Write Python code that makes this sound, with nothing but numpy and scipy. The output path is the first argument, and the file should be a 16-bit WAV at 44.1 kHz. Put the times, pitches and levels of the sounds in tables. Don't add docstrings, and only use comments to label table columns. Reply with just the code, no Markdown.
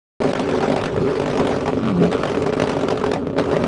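import sys
import numpy as np
from scipy import signal
from scipy.fft import rfft, irfft
from scipy.io import wavfile
from scipy.ndimage import map_coordinates

SR = 44100
rng = np.random.default_rng(int(sys.argv[2]) if len(sys.argv) > 2 else 0)


def wav_out(sig):
    wavfile.write(sys.argv[1], SR, np.round(np.clip(np.atleast_2d(sig).T, -1, 1) * 32767).astype(np.int16))


N = 161847
T = np.arange(N) / SR


def amp(db):
    return 10 ** (np.asarray(db) / 20)


def unit(x):
    return x / np.sqrt(np.mean(x ** 2) + 1e-20)


def curve(rows, axis=1):
    rows = np.array(rows)
    return np.interp(T, rows[:, 0], rows[:, axis])


def wander(hz):
    hz_axis = np.fft.rfftfreq(N, 1 / SR)
    spectrum = rfft(rng.standard_normal(N))
    return unit(irfft(spectrum * np.exp(-(hz_axis / hz) ** 2), N))


def lowpass(x, hz):
    return signal.sosfilt(signal.butter(2, hz, fs=SR, output="sos"), x)


def highpass(x, hz, order):
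    return signal.sosfilt(signal.butter(order, hz, "high", fs=SR, output="sos"), x)


def response(points, peaks=(), size=8192):
    hz = abs(np.fft.fftfreq(size, 1 / SR))
    point_hz, point_db = np.transpose(points)
    db = np.interp(np.log(hz + 1), np.log(point_hz + 1), point_db)
    for centre, width, lift in peaks:
        db = db + lift / (1 + (2 * (hz - centre) / width) ** 2)
    log_spectrum = np.conj(signal.hilbert(np.log(amp(db))))
    h = np.fft.ifft(np.exp(log_spectrum)).real[:size // 2]
    return h / np.linalg.norm(h)


def through(x, h):
    return signal.fftconvolve(x, h)[:N]


def coloured_noise(points):
    return through(rng.standard_normal(N), response(points))


def clicks(times, sizes):
    samples = np.round(np.asarray(times) * SR).astype(int)
    return np.bincount(np.clip(samples, 0, N), sizes, N + 1)[:N]


# delay_s, gain
NEAR_ECHOES = [(.0051, 0.059), (.0073, 0.042)]
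YARD_T60, YARD_DB = .25, -18


def outdoors(x):
    onset = np.minimum(T / 0.0038, 1)
    tail = rng.standard_normal(N) * amp(-60 * T / YARD_T60) * onset
    tail = amp(YARD_DB) * tail / np.linalg.norm(tail)
    return x + through(x, clicks(*np.transpose(NEAR_ECHOES)) + tail)


# frequency_hz, level_db
RUMBLE_COLOUR = [(20, -24), (50, -7.5), (90, 6), (160, 3.5), (260, 0.5), (600, -46.5), (3000, -75.5)]
# time_s, level_db
RUMBLE_LEVEL = [(.22, -34.5), (.9, -28), (1.0, -18.5), (1.12, -34.5), (1.4, -27.5), (2.2, -29),
                (2.9, -29.5), (3.2, -31), (3.66, -29)]
RUMBLE_DB = -31


def rumble():
    return amp(RUMBLE_DB) * unit(amp(curve(RUMBLE_LEVEL)) * coloured_noise(RUMBLE_COLOUR))


FIRING_HZ, CRANK_WANDER = 191.1, .0074


def crank_turns():
    return np.cumsum(FIRING_HZ / 2 * (1 + CRANK_WANDER * wander(12))) / SR


# time_s, level_db
RASP_COURSE = [(.9, -56), (1.0, -42), (1.13, -32.5), (1.22, -66), (1.79, -40), (1.84, -31.5), (1.9, -29.5),
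               (1.94, -46), (2.04, -31), (2.09, -39.5), (2.14, -29.5), (2.3, -39), (3.15, -45.5),
               (3.36, -47), (3.6, -39.5)]
# frequency_hz, level_db
RASP_COLOUR = [(300, -11), (600, 3.5), (850, -7), (1200, 10.5), (1450, 3), (1750, -35), (2300, -5.5),
               (3100, -7), (4500, -22), (10000, -34.5)]
RASP_NOISE, RASP_UNEVEN_DB = .35, 2.5


def rasp(turns):
    beats = T[np.flatnonzero(np.diff(np.floor(turns)))]
    train = clicks(beats, amp(RASP_UNEVEN_DB * rng.standard_normal(len(beats))))
    pulses = unit(through(train, response(RASP_COLOUR)))
    noise = unit(coloured_noise(RASP_COLOUR))
    return amp(curve(RASP_COURSE)) * unit(pulses + RASP_NOISE * noise)


# time_s, mean pitch_hz, level_db, roughness (0-1)
HOWL_COURSE = [(1.72, 280, -38, .9), (1.78, 255, -25, .9), (1.83, 232, -21, .8), (1.9, 214, -19, .6),
               (1.935, 182, -20, .35), (1.975, 173, -15, .2), (2.04, 172, -18, .3), (2.1, 174, -23, .25),
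               (2.14, 176, -42, .5)]
OVERTONES = [-13.5, -19, -24.5]
HOWL_WAVER = .025
HOWL_THROB, HOWL_GRIT, HOWL_GRIT_HZ = .8, .55, 70


def howl(turns):
    pitch = curve(HOWL_COURSE) * (1 + HOWL_WAVER * wander(89))
    phase = 2 * np.pi * np.cumsum(pitch) / SR
    tone = np.sin(phase)
    for k, db in enumerate(OVERTONES, 2):
        tone = tone + amp(db) * np.sin(k * phase)
    throb = HOWL_THROB * np.cos(2 * np.pi * turns)
    shake = curve(HOWL_COURSE, axis=3) * (throb + HOWL_GRIT * wander(HOWL_GRIT_HZ))
    sounding = (T > HOWL_COURSE[0][0]) * (T < HOWL_COURSE[-1][0])
    return unit(tone) * (1 + shake) * amp(curve(HOWL_COURSE, axis=2)) * sounding


# frequency_hz, level_db
FIREBALL_COLOUR = [(60, -26), (250, -7.5), (340, -10), (400, 1.5), (460, -12), (560, -24), (670, -7.5),
                   (800, -42), (3000, -44), (9000, -62)]
FIREBALL_S, FIREBALL_RISE_S, FIREBALL_FALL_S, FIREBALL_DB = 2.007, 0.0057, 0.034, -9


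def fireball():
    age = np.maximum(T - FIREBALL_S, 0)
    burst = np.minimum(age / FIREBALL_RISE_S, 1) * np.exp(-age / FIREBALL_FALL_S)
    return amp(FIREBALL_DB) * burst * unit(coloured_noise(FIREBALL_COLOUR))


# frequency_hz, level_db
GAS_COLOUR = [(200, -3), (500, 12.5), (800, 10.5), (1300, 5), (1750, -0.5), (2300, -2.5), (3000, -6),
              (4500, -11.5), (7000, -19), (10000, -26.5)]
PATCH_HZ, PATCH_S, PATCHY_DB = 385.6, .022, 3.5


def jet():
    hz, t, z = signal.stft(coloured_noise(GAS_COLOUR), SR, nperseg=512)
    field = rng.standard_normal((256, 1024))
    grid = np.meshgrid(hz / PATCH_HZ, t / PATCH_S, indexing="ij")
    patches = map_coordinates(field, grid, order=1, mode="wrap")
    return unit(signal.istft(z * amp(PATCHY_DB * unit(patches)), SR, nperseg=512)[1][:N])


def puffs(train, rise_s, fall_s, size=2048):
    t = np.arange(-size, size + 1) / SR
    shape = np.exp(-abs(t) / np.where(t < 0, rise_s, fall_s))
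    return signal.fftconvolve(train, shape, "same") * jet()


# frequency_hz, level_db
PULSE_COLOUR = [(25, -26.5), (55, -15), (95, -2.5), (200, 0), (330, 1.5), (480, 7), (800, -10), (1200, -8),
                (2000, -18), (4000, -26), (10000, -75.5)]
# centre_hz, width_hz, lift_db
PIPE_MODES = [(150.7, 28, 10), (200, 16, -1), (248.4, 49, 11), (282.2, 29.2, 11.5), (380.6, 29, 8.5),
              (421.3, 64.5, 9.5), (573.3, 21.5, 10), (622, 56, 9.5), (760, 510, 2), (894, 96, 1.5),
              (1240, 490, -1.5)]
HEAT_SPREAD = 0.03


def pipe(times, sizes, count=5):
    heat = rng.integers(0, count, len(times))
    out = np.zeros(N)
    for k, shift in enumerate(1 + HEAT_SPREAD * np.linspace(-1, 1, count)):
        modes = [(hz * shift, width, lift) for hz, width, lift in PIPE_MODES]
        out += through(clicks(times, sizes * (heat == k)), response(PULSE_COLOUR, modes))
    return highpass(out, 15, 1)


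# time_s, level_db
BOOM_LEVEL = [(.24, 1.5), (.33, 0), (.4, 6), (.5, -4), (.62, 3), (.7, 5), (.87, -4), (.97, -1), (1.08, 4),
              (1.17, -8.5), (1.42, 3), (1.55, -2), (1.8, 0), (2.55, -0.5), (2.65, -0.5), (3.32, 1.5),
              (3.46, 0), (3.6, 3)]
# time_s, level_db
RING_LEVEL = [(0.231, 1.5), (.4, -7), (.52, 4), (.7, 0), (.9, -2.5), (1.06, 5), (1.27, -5), (1.4, 0.5),
              (1.7, 1), (1.9, -4.5), (2.15, 5.5), (2.28, -0.5), (2.38, 4), (2.6, -3), (3.08, 2),
              (3.19, -5.5), (3.52, 3.5), (3.66, -6.5)]
# time_s, level_db
BARK_LEVEL = [(.42, 0), (.6, -2.5), (.76, 4.5), (.95, -2.5), (1.25, -3), (1.4, 1.5), (1.55, 0.5),
              (1.939, -5), (2.04, 1), (2.28, -1), (2.62, -1), (2.75, -1), (2.9, -1.5), (3.14, 3),
              (3.21, -7), (3.34, -5.5), (3.4, 3), (3.63, 0.5)]
BOOM_HZ, RING_HZ, BARK_HZ, RING_WIDTH_HZ = 225, 415, 610, 100


def shifting(x):
    hz, spectrum = np.fft.rfftfreq(N, 1 / SR), rfft(x)
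    for centre, level in ((BOOM_HZ, BOOM_LEVEL), (RING_HZ, RING_LEVEL), (BARK_HZ, BARK_LEVEL)):
        band = irfft(spectrum * np.exp(-((hz - centre) / RING_WIDTH_HZ) ** 2), N)
        x = x + (amp(curve(level)) - 1) * band
    return x


STEEPENING, CREST_LIMIT = .7, .33


def steepen(x):
    crests = (CREST_LIMIT * np.tanh(x / CREST_LIMIT)) ** 2
    return x + STEEPENING * highpass(crests, 300, 1)


# start_s, relative thump level_db, relative crack level_db
POP_EVENTS = [(0.2189, -4.5, -24.5), (0.222, -14, -43), (0.2373, -12, -23.5), (0.2536, -8, -34),
              (0.2616, -7.5, -47), (0.2766, -37, -26), (0.291, -31, -23.5), (0.305, -22, -48),
              (0.334, -8, -18.5), (0.354, -35, -23.5), (0.375, -18, -30), (0.3959, -14, -21),
              (0.4583, -13, -31), (0.4903, -7, -27), (0.5123, -11.5, -24.5), (0.537, -8, -31),
              (0.607, -13, -24), (0.6278, -8, -23.5), (0.6792, -7, -33), (0.701, -6.5, -23.5),
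              (0.7205, -9.5, -24.5), (0.7632, -9.5, -20), (0.7782, -17, -25), (0.7918, -11, -36),
              (0.815, -15, -23), (0.839, -7, -20), (0.859, -23, -20.5), (0.88, -37, -34),
              (0.9637, -10, -27), (0.978, -7.5, -34), (1.0007, -12, -41), (1.0743, -12, -32),
              (1.1552, -15, -27), (1.1988, -4, -21), (1.219, -4.5, -23.5), (1.2608, -1.5, -22.5),
              (1.28, -27, -24.5), (1.301, -3, -24), (1.313, -18, -26), (1.3325, -14, -28),
              (1.3552, -27, -26), (1.3751, -14, -20.5), (1.3978, -5, -21), (1.4502, -17, -25),
              (1.4716, -13, -21.5), (1.478, -14, -35), (1.493, -8, -28), (1.541, -43, -40),
              (1.564, -12.5, -26), (1.5867, -16, -31), (1.609, -15, -26), (1.6601, -12, -23),
              (1.6798, -11, -20.5), (1.732, -2.5, -33.5), (1.773, -7, -46), (1.8339, -16, -32),
              (1.8576, -11, -29), (1.8794, -7.5, -40), (1.89, -17, -32), (1.902, -11, -36),
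              (2.012, -14, -50), (2.0265, -10, -30), (2.0379, -3, -23.5), (2.055, -10.5, -25.5),
              (2.117, -23, -22), (2.128, -11, -21), (2.139, -11, -40), (2.1502, -9, -59),
              (2.1587, -17, -39), (2.181, -21, -28), (2.2354, -7, -21.5), (2.2557, -9, -22),
              (2.275, -23, -24.5), (2.298, -32, -24), (2.3183, -11.5, -27), (2.3481, -8.5, -26.5),
              (2.3724, -5.5, -27), (2.4229, -7, -22.5), (2.464, -5, -22), (2.4742, -8.5, -29),
              (2.4934, -5.5, -41), (2.5268, -4.5, -27), (2.536, -4.5, -23.5), (2.553, -8, -27),
              (2.568, -13, -35), (2.5997, -1.5, -19), (2.6207, -1, -18.5), (2.6389, -5, -22.5),
              (2.6744, -35, -23.5), (2.6958, -24, -17.5), (2.718, -27, -25), (2.7327, -15, -26.5),
              (2.7687, -9, -27), (2.791, -10, -28.5), (2.8113, -12, -24.5), (2.8345, -5.5, -25),
              (2.8743, -11, -38), (2.8857, -5, -19.5), (2.906, -11, -21), (2.9131, -19, -33),
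              (2.9246, -9, -33), (2.9575, -11, -34), (2.9757, -34, -24), (2.9987, -16, -28.5),
              (3.0149, -8.5, -29), (3.0406, -10, -22), (3.0638, -9.5, -22), (3.1172, -5.5, -19.5),
              (3.1369, -16, -19), (3.1614, -19, -39), (3.271, -5, -33), (3.3015, -11, -38),
              (3.3344, -15.5, -56), (3.3667, -7.5, -37), (3.3791, -6.5, -32), (3.386, -5, -19.5),
              (3.397, -9, -23.5), (3.403, -6.5, -41), (3.44, -21, -26.5), (3.459, -14, -29),
              (3.5148, -9.5, -25.5), (3.5241, -22, -28), (3.567, -9, -22), (3.6395, -4.5, -21),
              (3.6632, -48, -28)]
THUMP_DB, CRACK_DB, SNAP_DB, BLOWDOWN_DB = 15.5, 2.5, 11.5, -8.5
CRACK_RISE_S, CRACK_FALL_S, BLOWDOWN_S = 0.0018, 0.004, 0.036
THUMP_RISE_S, SWELL_DB = 0.0018, -7.5
BRIGHT_DB, BRIGHT_FROM_HZ, BRIGHT_POWER = 18.5, 2430, 1.777


def pops():
    s, thump_db, crack_db = np.transpose(POP_EVENTS)
    thump, crack = amp(thump_db + THUMP_DB), clicks(s, amp(crack_db))
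    swell = lowpass(pipe(s - THUMP_RISE_S, amp(SWELL_DB) * thump), 700)
    gas = amp(CRACK_DB) * puffs(crack, CRACK_RISE_S, CRACK_FALL_S)
    gas += amp(BLOWDOWN_DB) * puffs(crack, CRACK_RISE_S, BLOWDOWN_S)
    hard_gas = puffs(crack ** BRIGHT_POWER, CRACK_RISE_S, CRACK_FALL_S)
    gas += amp(BRIGHT_DB) * highpass(hard_gas, BRIGHT_FROM_HZ, 2)
    snap = amp(SNAP_DB) * through(crack, response(GAS_COLOUR))
    return swell + pipe(s, thump) + gas + snap


LULL_DB, LULL_LEAD_S, LULL_HALF_S = 5, .006, .005
LULL_CRACK_DB = -25


def lull():
    hardness = [(s, min(1, amp(crack_db - LULL_CRACK_DB))) for s, _, crack_db in POP_EVENTS]
    t = np.arange(-1024, 1025) / SR
    dip = np.exp(-((t + LULL_LEAD_S) / LULL_HALF_S) ** 2)
    dips = signal.fftconvolve(clicks(*np.transpose(hardness)), dip, "same")
    return amp(-LULL_DB * dips)


# centre_s, half_length_s, depth_db
SPARK_CUTS = [(0.327, 0.0058, 12.5), (0.344, 0.0048, 28), (0.827, 0.0037, 2.5), (1.191, 0.0048, 5),
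              (1.25, 0.0066, 3.5), (1.76, 0.012, 3), (2.452, 0.0042, 13), (2.515, 0.0088, 8.5),
              (2.56, 0.0062, 14.5), (2.897, 0.0035, 12), (3.126, 0.0056, 8), (3.324, 0.0059, 12)]


def spark():
    return amp(-sum(depth_db * np.exp(-((T - s) / half) ** 4) for s, half, depth_db in SPARK_CUTS))


CYLINDER_STRENGTH = [-4.5, -9, -5.5, -8]
# time_s, level_db
FIRING_LOAD = [(0.42, -21), (0.65, -26), (0.8, -24.5), (1.23, -20.5), (1.68, -24), (1.82, -28.5),
               (2.05, -27.5), (2.84, -21), (2.98, -24.5), (3.13, -24), (3.36, -26), (3.49, -25.5),
               (3.62, -22.5)]
# time_s, level_db
GAS_FLOW = [(0.42, -33.5), (0.71, -32.5), (0.88, -42), (1.12, -34), (1.3, -38.5), (1.52, -33), (1.66, -39),
            (1.8, -40.5), (2.1, -41), (2.26, -36), (2.42, -38), (2.83, -37.5), (3.01, -39), (3.16, -41.5),
            (3.23, -52), (3.35, -52), (3.41, -43), (3.56, -34), (3.62, -38)]
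CRANK_HUM = [-44, -39, -43, -43.5]
SPEED_WANDER, UNEVEN_DB, JITTER_S = .03, 1, 0.001223
FIRING_DB, FIRING_TOP_HZ = 1.5, 1300
SPIT_DB, SPIT_RISE_S, SPIT_FALL_S, HISS_DB = -3, 0.0017, 0.0015, 6
SPUTTER_HZ, SPUTTER_DB = 43.2, 2
TICK_DB, TICK_SPREAD_DB = -6.5, 5.5


def engine():
    turns = np.cumsum(FIRING_HZ * (1 + SPEED_WANDER * wander(6))) / SR
    at = np.flatnonzero(np.diff(np.floor(turns)))
    strength, late = rng.standard_normal((len(at), 2)).T
    sputter = amp(SPUTTER_DB * np.clip(wander(SPUTTER_HZ), -3, 1))
    cylinder_db = np.resize(CYLINDER_STRENGTH, len(at))
    size = sputter[at] * amp(cylinder_db + UNEVEN_DB * np.clip(strength, -3, 1))
    times = T[at] + JITTER_S * late
    rounded = lowpass(pipe(times, size), FIRING_TOP_HZ)

    gas = amp(SPIT_DB) * unit(puffs(clicks(times, size), SPIT_RISE_S, SPIT_FALL_S))
    gas += amp(HISS_DB) * sputter * jet()
    ticks = size * amp(TICK_SPREAD_DB * np.clip(rng.standard_normal(len(at)), -2, 1))
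    gas += amp(TICK_DB) * unit(through(clicks(times, ticks), response(GAS_COLOUR)))

    phase = 2 * np.pi * crank_turns()
    hum = sum(amp(db) * unit(np.sin(k * phase)) for k, db in enumerate(CRANK_HUM, 1))
    return amp(FIRING_DB + curve(FIRING_LOAD)) * unit(rounded) + amp(curve(GAS_FLOW)) * gas + hum


def scene():
    exhaust = spark() * shifting(lull() * engine() + pops())
    turns = crank_turns()
    flame = howl(turns) + fireball()
    return outdoors(steepen(exhaust + rasp(turns) + flame + rumble()))[None]


START_S, EDGE_HZ = .2025, 10200


def record(dry):
    x = dry * np.clip((T - START_S) / 0.001, 0, 1)
    x = x / (1 + (x / .68) ** 6) ** (1 / 6)
    band = signal.firwin(255, EDGE_HZ, window=("kaiser", 8), fs=SR)
    return signal.oaconvolve(x, band[None], "same")


dry = scene()
out = record(dry)
wav_out(out)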